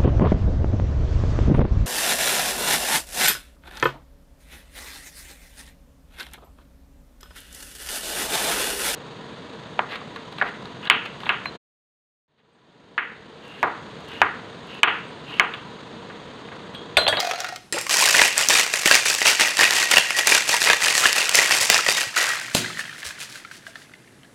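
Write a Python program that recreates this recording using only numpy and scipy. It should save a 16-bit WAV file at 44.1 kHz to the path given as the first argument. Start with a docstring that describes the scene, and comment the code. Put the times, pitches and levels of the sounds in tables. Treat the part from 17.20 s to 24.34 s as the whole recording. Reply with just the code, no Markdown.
"""Ice and drink are shaken hard between two steel tins in a small bare room: the cubes crash from end to end.
Before that, ice slides into the open tin and the second tin is clapped on; afterwards a slap of the palm
breaks the seal, the tins scrape apart and the ice bobs to rest. Ice and steel are struck banks of decaying modes,
liquid is damped tones of rising pitch, the scrape is shaped noise.
The microphone is close and overloads on the hardest blows."""
import sys
import numpy as np
from scipy import signal
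from scipy.fft import rfft, irfft
from scipy.io import wavfile
from scipy.ndimage import uniform_filter1d

SR = 44100
rng = np.random.default_rng(int(sys.argv[2]) if len(sys.argv) > 2 else 0)


def transcribe(u):
    """Save the signal u as a 16-bit wav file named by the first command-line argument.

    u: samples, shape (n,) or (channels, n), limited to [-1, 1]; the rate is SR.
    q: integer samples, one column per channel.
    """
    v = np.clip(np.atleast_2d(u).T, -1, 1)
    q = np.round(v * 32767).astype(np.int16)
    wavfile.write(sys.argv[1], SR, q)


N = 315043

# spectrum of ice on the closed shaker: (frequency [Hz], density [dB per Hz])
SHAKE_COLOUR = [(59, -53), (100, -22.5), (302, -19), (358, -12.5), (558, -8.5), (1030, -7.5), (1420, -8),
                (1870, -3.5), (2080, -10.5), (2630, -3.5), (3470, -8.5), (4870, -6.5), (7610, -9.5),
                (11900, -20), (16000, -35.5)]
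# hand blows that close and open the shaker:
# (time [s], relative crack [dB], thump [dB], thump pitch [Hz], relative rim ring [dB])
HAND_BLOWS = [(0.525, -20, -17, 412.5, -23), (0.586, -17, -30, 524, -34), (0.613, -20, -50, 600, -34.5),
              (5.349, -5.5, -3.5, 219.5, -39.5), (5.352, -7, -2, 620, -32)]
GATHER_DB_PER_S = 703.5   # a steep rise: the first cubes arrive just ahead of the pack
CHURN_DB = -30.5   # the cubes jostling in flight between crashes


def amp(db):
    """Decibels to gain."""
    return 10 ** (np.asarray(db) / 20)


def rms_one(x):
    """Scale to unit rms."""
    return x / np.sqrt(np.mean(x ** 2) + 1e-20)


def at_hz(points, hz):
    """Read a table on a log-frequency axis."""
    f, value = np.transpose(points)
    return np.interp(np.log(np.maximum(hz, 1)), np.log(f), value)


def clicks(at, sizes):
    """Impulses at the given samples."""
    return np.bincount(at, sizes, N)[:N] + 1e-18


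def samples(s):
    """Seconds to sample numbers."""
    return np.clip(np.round(np.asarray(s) * SR).astype(int), 0, N - 1)


def swell(start_s, hold_s, rise_db_per_s, fall_db_per_s):
    """Attack up to the start, hold and release, in dB below the top."""
    age = np.arange(N) / SR - start_s
    attack = age * rise_db_per_s
    release = (hold_s - age) * fall_db_per_s
    return np.minimum(0, np.minimum(attack, release))


def ring(x, hz, t60):
    """A two-pole resonator: a unit click sets a tone of height 1 ringing."""
    r = np.exp(-np.log(1000) / (t60 * SR))
    w = 2 * np.pi * hz / SR
    return signal.lfilter([.5, 0, -.5], [1, -2 * r * np.cos(w), r * r], x)


def strike(at, sizes, modes):
    """Each contact meets each mode with a random strength of its own."""
    out = np.zeros(N)
    for hz, db, t60 in modes:
        hits = clicks(at, sizes * rng.standard_normal(len(at)))
        out += ring(hits, hz, t60) * amp(db)
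    return out


def coloured(x, spectrum):
    """Shape a noise to a spectrum; rms 1."""
    hz = np.arange(N // 2 + 1) * SR / N
    return rms_one(irfft(rfft(x) * amp(at_hz(spectrum, hz)), N))


def tumble(level_db, per_s, spread_db):
    """Random contacts of uneven size that share out the power of a level curve: (samples, sizes)."""
    at = np.flatnonzero((rng.random(N) < per_s / SR) & (level_db > -100))
    sizes = amp(spread_db * rng.standard_normal(len(at)))
    power = uniform_filter1d(clicks(at, sizes ** 2), size=1300)   # over about 30 ms
    return at, sizes / np.sqrt(power[at]) * amp(level_db[at])


def clacks(at, sizes, treble_db, colour, ring_s, count=88):
    """Each contact of ice rings briefly with its own mix of crowded modes, the high ones shortest."""
    pitches = np.linspace(110 ** .5, 15800 ** .5, count) ** 2
    share = amp(at_hz(colour, pitches)) * np.sqrt(np.gradient(pitches))
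    share /= np.linalg.norm(share)
    mix, out = rng.standard_normal((len(at), count)), np.zeros(N)
    for k, hz in enumerate(pitches):
        t60 = ring_s * np.sqrt(2000 / hz)
        hard = 1 / (1 + (3500 / hz) ** 4)   # dry, hard contacts add treble; wet ones lack it
        height = share[k] * np.sqrt(4 * np.log(1000) / (t60 * SR))   # evens out the energy of long and short rings
        hits = clicks(at, sizes * mix[:, k] * amp(hard * treble_db))
        out += ring(hits, hz, t60) * height
    return out


def plops(at, sizes, pitches, cycles, rise):
    """Damped tones that swell in half a cycle, ring for some cycles (to -60 dB) and can rise in pitch."""
    out = np.zeros(N + SR)
    for i, size, hz in zip(at, sizes, pitches):
        age = np.linspace(0, 1, int(cycles / hz * SR))
        envelope = np.minimum(2 * cycles * age, 1) * np.exp(-np.log(1000) * age)
        tone = np.sin(2 * np.pi * cycles * age * (1 + rise * age))
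        out[i:i + len(age)] += size * envelope * tone
    return out[:N]


def still_air():
    """Steady noise of the quiet room, shaped to a spectrum."""
    # room noise: (frequency [Hz], density [dB per Hz])
    air_colour = [(15, -56.5), (25, -18.5), (76, -15), (127, -2.5), (161, -7), (229, -7), (354, -9.5),
                  (427, -11.5), (531, -14.5), (2050, -23.5), (4870, -29), (10700, -29), (16000, -51.5)]
    return amp(-52.5) * coloured(rng.standard_normal(N), air_colour)


def room(x, wet_db, tilt_db):
    """Bare walls return a diffuse tail: bands of noise, each with its own decay."""
    # reverberation of the walls: (frequency [Hz], decay to -60 dB [s])
    room_decay = [(100, 0.82), (300, .65), (1000, 0.39), (4000, 0.67), (14000, 0.2)]
    t, tail = np.arange(SR) / SR, 0
    edges = np.geomspace(60, 17000, 9)
    for low, high in zip(edges, edges[1:]):
        hz = np.sqrt(low * high)
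        band_filter = signal.butter(2, [low, high], "band", fs=SR, output="sos")
        band = signal.sosfilt(band_filter, rng.standard_normal(len(t)))
        decay = np.exp(-np.log(1000) * t / at_hz(room_decay, hz))
        tail = tail + band * decay * amp(tilt_db * np.log2(hz / 2000))
    tail *= np.clip((t - .004) / 0.0015, 0, 1)   # the tail starts after 4 ms
    return x + amp(wet_db) * signal.fftconvolve(x, tail / np.linalg.norm(tail))[:N]


def bumps():
    """Dull, short low thuds, from the shaker and from handling of the microphone: tones of a few cycles."""
    # thuds: (time [s], level [dB], pitch [Hz])
    thuds = [(1.289, -29, 260), (1.657, -24, 177), (1.659, -12.5, 400), (2.209, -27, 270), (4.32, -35, 125),
             (4.409, -33, 111.4), (4.501, -26, 200), (4.867, -34, 118), (5.86, -38, 75)]
    s, peak_db, pitch_hz = np.transpose(thuds)
    return plops(samples(s), amp(peak_db), pitch_hz, cycles=9, rise=0)


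def pour():
    """Cubes slide and drop into the open tin; its air column hoots and its wall rings under the fading slide."""
    # cubes landing in the tin: (time [s], relative level [dB], relative treble [dB])
    landings = [(0.002, -7, -14), (0.01, -18, -16), (0.068, -12, -24), (0.111, -4, -25),
                (0.203, -13.5, -11), (0.245, -9.5, -28), (0.288, -13.5, -22), (0.36, -18.5, -14.5)]
    # steel wall and air column of the open tin: (frequency [Hz], relative level [dB], decay to -60 dB [s])
    open_tin = [(691, -7, 0.17), (720, 4, 0.089), (1375, -15.5, 0.24), (1880, -13, 0.68), (2470, -16, 0.24),
                (3300, -24, 0.33), (3970, -15.5, 0.37), (4280, -15, .15), (6460, -18, 0.17)]
    # spectrum of the sliding ice: (frequency [Hz], density [dB per Hz])
    pour_colour = [(120, -60), (200, -29), (456, -17.5), (722, -5.5), (933, -26), (1400, -5.5),
                   (1650, -13.5), (1910, -12), (3190, -16.5), (4860, -17), (16000, -42.5)]
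    t = np.arange(N) / SR
    # the slide thins out steadily at 43 dB per s, then from 0.34 s the sound is faded out quickly
    level_db = -24 - 43 * t - 261 * np.maximum(t - 0.34, 0)
    at, sizes = tumble(level_db - 5, per_s=300, spread_db=4)
    slide = clacks(at, sizes, 0, pour_colour, ring_s=0.041)
    s, peak_db, treble_db = np.transpose(landings)
    dry_db = treble_db - np.mean(treble_db) + 3
    drops = clacks(samples(s), amp(peak_db + 9.5), dry_db, pour_colour, ring_s=0.057)
    wall = strike(at, sizes / amp(level_db[at]), open_tin)   # even strikes, faded below
    return slide + drops + wall * amp(level_db - 1.5) / np.std(wall[:at[-1]])


def settle():
    """Floating cubes knock dully on the wall, with short pitched plops and a faint squeak."""
    # a jolt sets the ice bobbing, and it calms steadily: (time [s], relative level [dB], die-away [dB per s])
    bobs = [(4.968, -18.5, 53), (5.354, -33, 16)]
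    # cubes nudging the wall under the liquid, and a faint squeak at 6.48 s:
    # (time [s], relative level [dB], pitch [Hz])
    nudges = [(5.4443, -11, 1600), (5.4594, -12, 1940), (5.501, -17, 1280), (5.5722, -13, 1850),
              (5.5928, -10, 1750), (5.6092, -13, 1760), (5.653, -17, 1700), (5.694, -19, 1770),
              (5.83, -14, 1710), (5.907, -16, 1650), (6.016, -16.5, 2460), (6.1563, -21.5, 1540),
              (6.249, -21, 1350), (6.313, -20, 1550), (6.4668, -20, 1610), (6.48, -30, 653),
              (6.556, -18, 1760), (6.618, -29.5, 1900), (6.7368, -25, 2040), (6.8756, -36, 2240),
              (7.0329, -32, 3030), (7.0466, -32, 1680)]
    # spectrum of the wet knocks: (frequency [Hz], density [dB per Hz])
    settle_colour = [(180, -58.5), (300, -31), (360, -22), (418, -38), (634, -16), (930, -19.5), (1750, -6),
                     (2100, -9.5), (4230, -14.5), (7820, -42), (16000, -43)]
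    level_db = np.max([db + swell(s, 0, GATHER_DB_PER_S, fall) for s, db, fall in bobs], axis=0)
    at, sizes = tumble(level_db - 5.5, per_s=220, spread_db=6)
    s, peak_db, pitch_hz = np.transpose(nudges)
    nudge_at = samples(s)
    all_at, all_sizes = np.r_[at, nudge_at], np.r_[sizes, amp(peak_db + 5)]
    knocks = clacks(all_at, all_sizes, -1.0, settle_colour, ring_s=0.05)
    small_at, small_sizes = tumble(level_db - 18, per_s=120, spread_db=1.5)
    small_hz = 1750 * 2 ** (0.185 * rng.standard_normal(len(small_at)))
    small = plops(small_at, small_sizes, small_hz, cycles=25, rise=0.023)
    return knocks + small + plops(nudge_at, amp(peak_db - 8.5), pitch_hz, cycles=53, rise=0.033)


def scrape():
    """Wet steel slips over steel in a dense run of tiny catches."""
    # the rims slip over each other as the tins part: (time [s], level [dB], length [s])
    slips = [(5.359, -23, 0.016), (5.59, -33.5, 0.0072), (5.788, -40.5, 0.014), (5.854, -32.5, 0.024),
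             (6.002, -35.5, 0.032), (6.1, -42.5, .08), (6.317, -47, 0.053), (6.467, -46, .012),
             (6.555, -52.5, 0.082)]
    # spectrum of the scrape: (frequency [Hz], density [dB per Hz])
    scrape_colour = [(290, -30), (500, -10), (688, -9), (761, -17), (1440, -6.5), (1690, -5.5), (4730, -5),
                     (9920, -11.5), (16000, -28)]
    rise_db_per_s, fall_db_per_s = 700, 300
    # light rubbing between the slips dies away at 17.5 dB per s
    level_db = -41 + swell(slips[0][0], 0, rise_db_per_s, 17.5)
    for s, db, length_s in slips:
        level_db = np.maximum(level_db, db + swell(s, length_s, rise_db_per_s, fall_db_per_s))
    catches = rng.standard_normal(N) * (rng.random(N) < 5000 / SR)   # 5000 per s
    catches = catches * amp(3 * rng.standard_normal(N))
    return amp(level_db) * coloured(catches, scrape_colour)


def slaps():
    """A hand strikes the shaker: a soft thump, a crack of steel and a ring of the free rim; the room booms after it."""
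    # free rim of the tin: (frequency [Hz], relative level [dB], decay to -60 dB [s])
    rim_modes = [(2620, -14, .05), (3220, -14, .05), (3990, -8, 0.055), (4130, -6.5, .06),
                 (4580, -7.5, 0.056), (5130, -1.5, .055), (6100, -8, .045), (6750, -12, .045),
                 (7450, -1, .055), (7530, -8, .05), (8460, 1, .045), (9800, 0, .03)]
    # low resonances of the room: (frequency [Hz], relative level [dB], decay to -60 dB [s])
    room_modes = [(116, -4.5, .6), (163.8, -1, 1), (220, -3, 0.55), (267, -5.5, 0.48), (313, -5.5, 0.32),
                  (363, -5.5, 0.43), (593, -1, 0.17), (680, -11, 0.227)]
    s, crack_db, thump_db, thump_hz, rim_db = np.transpose(HAND_BLOWS)
    at = samples(s)
    thump = plops(at, amp(thump_db), thump_hz, cycles=4.1, rise=0)
    crack = clacks(at, amp(crack_db + 13.5), 2.1, SHAKE_COLOUR, ring_s=0.0074)
    rim = sum(ring(clicks(at, amp(rim_db + db)), hz, t60) for hz, db, t60 in rim_modes)
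    # the deeper the thump, the more it booms
    push = clicks(at, amp(thump_db - 28.5) * thump_hz.min() / thump_hz)
    boom = sum(ring(push, hz, t60) * amp(db) for hz, db, t60 in room_modes)
    return thump + crack + rim + boom


def chimes():
    """A grazing cube sets a wall mode singing; the note swells briefly, and higher modes die sooner."""
    # the wall sings out when hit while clear of the liquid: (time [s], level [dB], mode [Hz])
    touches = [(1.325, -16, 3700), (2.255, -21, 1954), (2.625, -18.5, 1890), (2.855, -24, 1890),
               (2.942, -19, 1910), (4.04, -22, 1908), (4.245, -22, 1903), (4.735, -19.5, 3730),
               (4.772, -21.5, 1900), (4.965, -20, 1948), (5.09, -23.5, 1904)]
    out = np.zeros(N)
    for s, db, hz in touches:
        touch = clicks(samples([s]), [amp(db)])
        # taking away a short ring softens the attack
        out += ring(touch, hz, t60=620 / hz) - ring(touch, hz, t60=0.026)
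    return out


def slosh(body_db):
    """The drink traps air: early gulps, and many small pockets that ring harder the harder the load tumbles."""
    # big gulps of air as cubes plunge and the liquid turns over: (time [s], level [dB], pitch [Hz])
    big_gulps = [(0.245, -16.5, 1330), (0.538, -28, 330), (0.545, -22.5, 550), (0.566, -23.5, 474),
                 (0.568, -21.5, 822), (0.58, -21, 1787), (0.665, -25.5, 1030), (0.694, -21, 1100),
                 (0.761, -18.5, 960), (0.808, -17, 874), (0.824, -11.5, 996), (0.877, -11, 1528)]
    at, sizes = tumble(body_db - 21, per_s=170, spread_db=9.5)
    pocket_hz = 2060 * 2 ** (.27 * rng.standard_normal(len(at)))   # spread in octaves
    pockets = plops(at, sizes, pocket_hz, cycles=41.4, rise=0.034)
    s, peak_db, gulp_hz = np.transpose(big_gulps)
    return pockets + plops(samples(s), amp(peak_db), gulp_hz, cycles=47, rise=0.21)


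def load_levels():
    """Level of the tumbling load and of its hard, dry contacts, in dB: crashes standing out of a steady churn."""
    # the load arrives at one end of the shaker, about twice per stroke:
    # (time [s], level [dB], pile-up length [s], relative treble [dB], die-away [dB per s])
    crashes = [(0.52, -29, .07, -8, 203.5), (0.707, -21, .04, 1.5, 151.5), (0.793, -18.5, 0.1, 1, 122),
               (0.941, -15, 0.1, -5, 185), (1.177, -19, 0.041, -3.5, 180.5), (1.297, -17.5, 0.1, -2, 184),
               (1.536, -24.5, .025, -0.5, 129), (1.664, -16.5, 0.01, -1, 204),
               (1.723, -15, 0.026, -3, 208.5), (1.861, -21.5, 0.043, 0.5, 175),
               (1.986, -26, 0.027, 0.5, 175.5), (2.06, -14.5, 0.031, -2.5, 189),
               (2.205, -15.5, 0.012, -4.5, 124), (2.389, -14.5, 0.051, -6.5, 148),
               (2.532, -20.5, 0.098, -3, 166), (2.708, -17, 0.069, -5, 191),
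               (2.976, -17.5, 0.015, -3.5, 283), (3.071, -17, 0.098, -3, 256),
               (3.283, -19, 0.061, -2.5, 146), (3.413, -25.5, 0.098, 1.5, 169),
               (3.468, -15, .04, -12.5, 252), (3.623, -18, 0.063, -4, 132.5), (3.75, -24.5, .04, 3.5, 178),
               (3.813, -18, 0.052, -4, 150), (3.963, -18, 0.022, -4, 95), (4.145, -16.5, 0.066, -2.5, 118),
               (4.315, -17.5, 0.022, -2.5, 124), (4.409, -21, 0.029, 1.5, 203),
               (4.502, -17, 0.071, -5.5, 209), (4.682, -22.5, 0.028, 0, 144),
               (4.763, -22, 0.013, -2.5, 123), (4.966, -24, 0.045, -1, 60)]
    # the churn lasts as long as the arms swing
    swing_start_s, swing_s, swing_stop_db_per_s = .7, 4.05, 90
    body_db = CHURN_DB + swell(swing_start_s, swing_s, GATHER_DB_PER_S, swing_stop_db_per_s)
    top_db = body_db - 3
    for s, db, hold_s, treble_db, fall in crashes:
        crash_db = db + swell(s, hold_s, GATHER_DB_PER_S, fall)
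        body_db = np.maximum(body_db, crash_db)
        top_db = np.maximum(top_db, crash_db + treble_db)
    closed = np.arange(N) / SR > HAND_BLOWS[0][0]
    return np.where(closed, [body_db, top_db], -120)


def shake(body_db, top_db):
    """At each end of a stroke the load piles into the steel: a few hard blows amid a swarm of small contacts."""
    # the hardest blows of ice: (time [s], relative level [dB], relative treble [dB], knock pitch [Hz])
    hard_blows = [(0.667, -8.5, -14.5, 2180), (0.699, -8, -16, 1680), (0.95, 0.5, -22, 1760),
                  (0.995, 7, -34.5, 1960), (1.017, 9, -17.5, 1670), (1.079, -6, -5.5, 1730),
                  (1.179, -5.5, 1.5, 2240), (1.287, -10, 10.5, 1920), (1.304, 4.5, -11, 1780),
                  (1.353, 2, -46, 2390), (1.396, 3.5, -11.5, 2200), (1.538, 1, -28, 2500),
                  (1.658, 6.5, -15, 2268), (1.712, 11.5, -15.5, 1636), (1.753, 3, -3, 1810),
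                  (1.859, -1, -21, 2323), (2.017, 1.5, -22, 1950), (2.058, 5, -20.5, 2730),
                  (2.197, 1, -14, 2000), (2.209, 2.5, -10.5, 1880), (2.41, 7, -16.5, 1740),
                  (2.441, -2, -8.5, 1780), (2.508, -1.5, -7, 1880), (2.529, -3.5, -13, 2100),
                  (2.628, -4, -11, 2020), (2.714, 0.5, -6, 1430), (2.737, 2.5, -28, 1860),
                  (2.77, 10.5, -41.5, 2720), (2.782, 9.5, -13.5, 1847), (2.906, -1.5, -21, 2170),
                  (3.072, 2, -6.5, 1957), (3.121, 4, -39, 2350), (3.149, 4.5, -11.5, 1600),
                  (3.34, -0.5, -22, 957), (3.418, 0.5, -13.5, 1803), (3.467, 0.5, -19.5, 1890),
                  (3.5, 9, -22.5, 1660), (3.532, 5, -17, 1770), (3.752, 3.5, -12, 1850),
                  (3.779, 1.5, -9.5, 1790), (3.856, 9.5, -26.5, 1725), (3.929, -3.5, -5.5, 2150),
                  (4.093, -1, -5.5, 2720), (4.154, -6, 7, 2020), (4.188, 8.5, -24.5, 1946),
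                  (4.309, 2.5, -16.5, 1850), (4.5, 9.5, -9.5, 1980), (4.544, 3, -9.5, 2500),
                  (4.664, 3, -22, 1920), (4.687, 7, -26, 2528), (4.816, -10.5, -5.5, 1800)]
    # steel wall, damped by the hands: (frequency [Hz], relative level [dB], decay to -60 dB [s])
    closed_tin = [(1908, -1.5, 0.16), (2400, -2.5, 0.1), (2513, 3.5, 0.036), (2712, -0.5, 0.079),
                  (2806, -3, .06), (3655, -7.5, 0.11), (4710, -4.5, 0.083), (7140, -18, 0.055)]
    ice_ring_s = .015   # to -60 dB at 2 kHz
    at, sizes = tumble(body_db - 1, per_s=850, spread_db=3)

    # single cubes hit the wall on their own, 22 per s, and follow 0.27 of the load's swing in level
    stray_at = np.flatnonzero((rng.random(N) < 22 / SR) & (body_db >= CHURN_DB))
    follow_db = 0.27 * (body_db[stray_at] - body_db.max())
    stray_sizes = amp(3.5 + follow_db + 2 * rng.standard_normal(len(stray_at)))
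    at, sizes = np.r_[at, stray_at], np.r_[sizes, stray_sizes]
    hardness_db = (top_db - body_db)[at] + 2 + 1.94 * rng.standard_normal(len(at))
    swarm = clacks(at, sizes, hardness_db, SHAKE_COLOUR, ring_s=ice_ring_s)

    s, peak_db, treble_db, knock_hz = np.transpose(hard_blows)
    hit_at, hit_sizes = samples(s), amp(peak_db + 7)
    dry_db = treble_db - np.mean(treble_db)
    blows = clacks(hit_at, hit_sizes, dry_db - 4.6, SHAKE_COLOUR, ring_s=ice_ring_s)
    # a cube that lands through the liquid gives less crack and more pitched knock
    knocks = plops(hit_at, amp(peak_db - 11.5 - 0.19 * dry_db), knock_hz, cycles=44, rise=0.014)
    # each blow also jolts the whole shaker in the hands, around 66 Hz
    jolt_hz = 66 * 2 ** (.4 * rng.standard_normal(len(s)))
    jolts = plops(hit_at, amp(peak_db - 45.5), jolt_hz, cycles=5, rise=0)
    wall = strike(np.r_[at, hit_at], np.r_[sizes, hit_sizes], closed_tin)
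    return swarm + blows + knocks + jolts + amp(-36.5) * wall


def scene():
    """The shaker in its room, over still air."""
    body_db, top_db = load_levels()
    shaken = shake(body_db, top_db) + slosh(body_db) + chimes()
    near = room(pour() + shaken + settle() + scrape(), wet_db=-12, tilt_db=1.2)
    struck = room(slaps(), wet_db=-5.5, tilt_db=1.2)
    return (near + struck + bumps() + still_air())[None]


def record(dry):
    """The microphone overloads: the hardest peaks are flattened, and the top is cut above 16.1 kHz."""
    held = dry / (1 + dry ** 6) ** (1 / 6)
    return signal.sosfilt(signal.ellip(10, .2, 80, 16100, fs=SR, output="sos"), held)


dry = scene()
out = record(dry)
transcribe(out)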